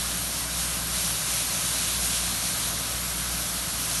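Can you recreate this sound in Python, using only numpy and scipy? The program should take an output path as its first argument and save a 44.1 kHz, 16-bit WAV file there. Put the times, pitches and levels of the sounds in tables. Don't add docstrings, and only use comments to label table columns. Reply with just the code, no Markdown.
import sys
import numpy as np
from scipy import signal
from scipy.fft import rfft, irfft, next_fast_len
from scipy.io import wavfile
from scipy.ndimage import uniform_filter1d, map_coordinates

SR = 44100
rng = np.random.default_rng(int(sys.argv[2]) if len(sys.argv) > 2 else 0)


def waveform_to_disk(signal):
    frames = np.transpose(np.atleast_2d(signal))
    scaled = np.clip(frames, -1, 1) * 32767
    samples = np.round(scaled).astype(np.int16)
    wavfile.write(sys.argv[1], SR, samples)


N = 176400


def amp(db):
    return 10 ** (np.asarray(db) / 20)


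def unit(x):
    return x / np.sqrt(np.mean(x ** 2) + 1e-20)


def along(points, hz):
    f, v = np.transpose(points)
    return np.interp(np.log(hz + 1), np.log(f + 1), v)


def curve(rows):
    return np.interp(np.arange(N) / SR, *np.transpose(rows))


def wobble(rate):
    return map_coordinates(rng.standard_normal(int(N * rate / SR) + 4), [np.arange(N) * rate / SR])


def filtered(x, response):
    m = next_fast_len(N + SR // 2)
    return irfft(rfft(x, m) * response(np.fft.rfftfreq(m, 1 / SR)), m)[..., :N]


def rush(spectrum, patchy_db):
    bins = signal.stft(rng.standard_normal(N), nperseg=512)[2]
    patches = uniform_filter1d(rng.standard_normal(bins.shape), size=8, axis=0)
    patches = uniform_filter1d(patches, size=16, axis=1)
    noise = signal.istft(bins * amp(patchy_db * unit(patches)), nperseg=512)[1][:N]
    return unit(filtered(noise, lambda hz: amp(along(spectrum, hz))))


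def tone(hz):
    return np.sqrt(2) * np.sin(2 * np.pi * (np.cumsum(hz) / SR + rng.random()))


# frequency in Hz, level in dB per Hz.
RUMBLE_SPECTRUM = [(25, -32), (40, -16), (52, -5), (72, -6.5), (95, -5.5), (135, -5.5), (170, -2),
                   (195, -2.5), (235, -8), (280, -5), (350, -12.5), (470, -20.5), (900, -33)]


def rumble():
    return amp(-42 + 0.63 * wobble(10)) * rush(RUMBLE_SPECTRUM, patchy_db=0.0)


# time in seconds, level in dB.
FIRING_LEVEL = [(0, -40), (.15, -41.5), (.45, -43), (.57, -39.5), (1.13, -40), (1.21, -51), (1.42, -42),
                (1.56, -54), (1.75, -42), (1.86, -45), (2.0, -36.5), (2.1, -41), (2.22, -39), (2.47, -45.5),
                (2.75, -43), (3.0, -42), (3.34, -38.5), (3.49, -48), (3.6, -40), (3.7, -49), (3.77, -40),
                (3.84, -47), (4, -41)]
# multiple of the firing rate, start and end levels in dB.
ENGINE_OVERTONES = [(2, -50.5, -46.5), (3, -49.5, -50), (7.5, -64.5, -64.5), (8.5, -66, -69)]


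def engine():
    firing_hz = np.full(N, 58.85)
    drone = amp(curve(FIRING_LEVEL) + 0.6 * wobble(14)) * tone(firing_hz)
    for multiple, start_db, end_db in ENGINE_OVERTONES:
        level_db = np.linspace(start_db, end_db, N) + 0.8 * wobble(4.0)
        drone += amp(level_db) * tone(multiple * firing_hz)
    return drone


# frequency in Hz, level in dB per Hz.
ROAR_SPECTRUM = [(150, -41), (400, -8.5), (480, -8), (560, -1), (680, 0.5), (860, -5), (1020, 0),
                 (1180, -0.5), (1270, 1.5), (1380, -1), (1600, 0.5), (1800, -5), (2100, -5), (3000, -9.5),
                 (6000, -39)]
# time in seconds, level in dB.
BLOWER_LEVEL = [(0.0, -40), (0.05, -38), (0.23, -39.5), (1.29, -38.5), (3.69, -39), (4.0, -38)]


def blower():
    blade_hz = 162.3 * (1 + 0.0039 * wobble(3.01))
    blades = amp(-49.5 + 1.6 * wobble(5.37)) * tone(blade_hz)
    return blades + amp(curve(BLOWER_LEVEL)) * rush(ROAR_SPECTRUM, patchy_db=0.5)


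# time in seconds, level in dB.
RASP_LEVEL = [(0, -50), (.86, -52), (.96, -41), (1.15, -47), (1.6, -49), (1.89, -38.5), (2.1, -44),
              (2.35, -40.5), (2.69, -40), (2.76, -46), (2.93, -45), (3.05, -50), (4, -48)]


def jets(flutter_hz, centre_hz=4080, width_hz=1100):
    noise = rng.standard_normal(N)
    rasp = unit(filtered(noise, lambda hz: 1 / (1 + (2 * (hz - centre_hz) / width_hz) ** 2)))
    return amp(curve(RASP_LEVEL) + 1.6 * wobble(flutter_hz)) * rasp


# frequency in Hz, level in dB per Hz.
MIST_SPECTRUM = [(700, -13), (1800, -5.5), (2400, 0), (3300, 1.5), (4100, 1), (4900, -0.5), (5900, 5),
                 (7000, 3), (7700, 0), (9300, 6), (10400, 2), (11200, 6.5), (12000, -10)]
# time in seconds, level in dB.
MIST_SWELLS = [(0, -34.5), (.25, -39), (.37, -36), (.48, -43), (.6, -32), (.72, -35.5), (.87, -41),
               (.955, -29), (1.06, -29.3), (1.15, -34), (1.37, -28.3), (1.44, -31.5), (1.66, -29),
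               (1.88, -30), (1.98, -32.5), (2.07, -28), (2.38, -33), (2.69, -33.5), (2.75, -42),
               (3.05, -42), (3.58, -40), (3.76, -45), (3.87, -36), (3.91, -30), (4, -33)]


def mist(flutter):
    return amp(curve(MIST_SWELLS) + 0.73 * flutter) * rush(MIST_SPECTRUM, patchy_db=0.9)


# frequency in Hz, level in dB per Hz.
NOZZLE_SPECTRUM = [(800, -44), (2000, -7.5), (3000, -3), (3900, -0.6), (4600, -0.8), (4900, -3), (5500, 0),
                   (6200, -1.5), (7200, -1.5), (7650, -3), (8200, -0.5), (9500, 1), (10000, -0.3),
                   (10400, 0.5), (10900, -0.2), (11500, 5), (12000, -2.5)]


def nozzles(flutter):
    return amp(-28.5 + 0.3 * flutter) * rush(NOZZLE_SPECTRUM, patchy_db=0.88)


# centre and half length in seconds, dip in dB.
HISS_LULLS = [(.48, .024, -2.0), (.86, .035, -1.0), (3.72, .06, -.7)]


def spray(flutter_hz=22.09):
    flutter = wobble(flutter_hz)
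    hiss = nozzles(flutter) + mist(flutter) + jets(flutter_hz)
    t = np.arange(N) / SR
    lull_db = sum(db * np.exp(-((t - centre) / half) ** 2) for centre, half, db in HISS_LULLS)
    return amp(lull_db) * hiss


def scene():
    return np.tile(engine() + rumble() + blower() + spray(), (2, 1))


def record(dry):
    top_hz = 12060
    return filtered(dry, lambda hz: 1 / np.sqrt(1 + (hz / top_hz) ** 400))


dry = scene()
out = record(dry)
waveform_to_disk(out)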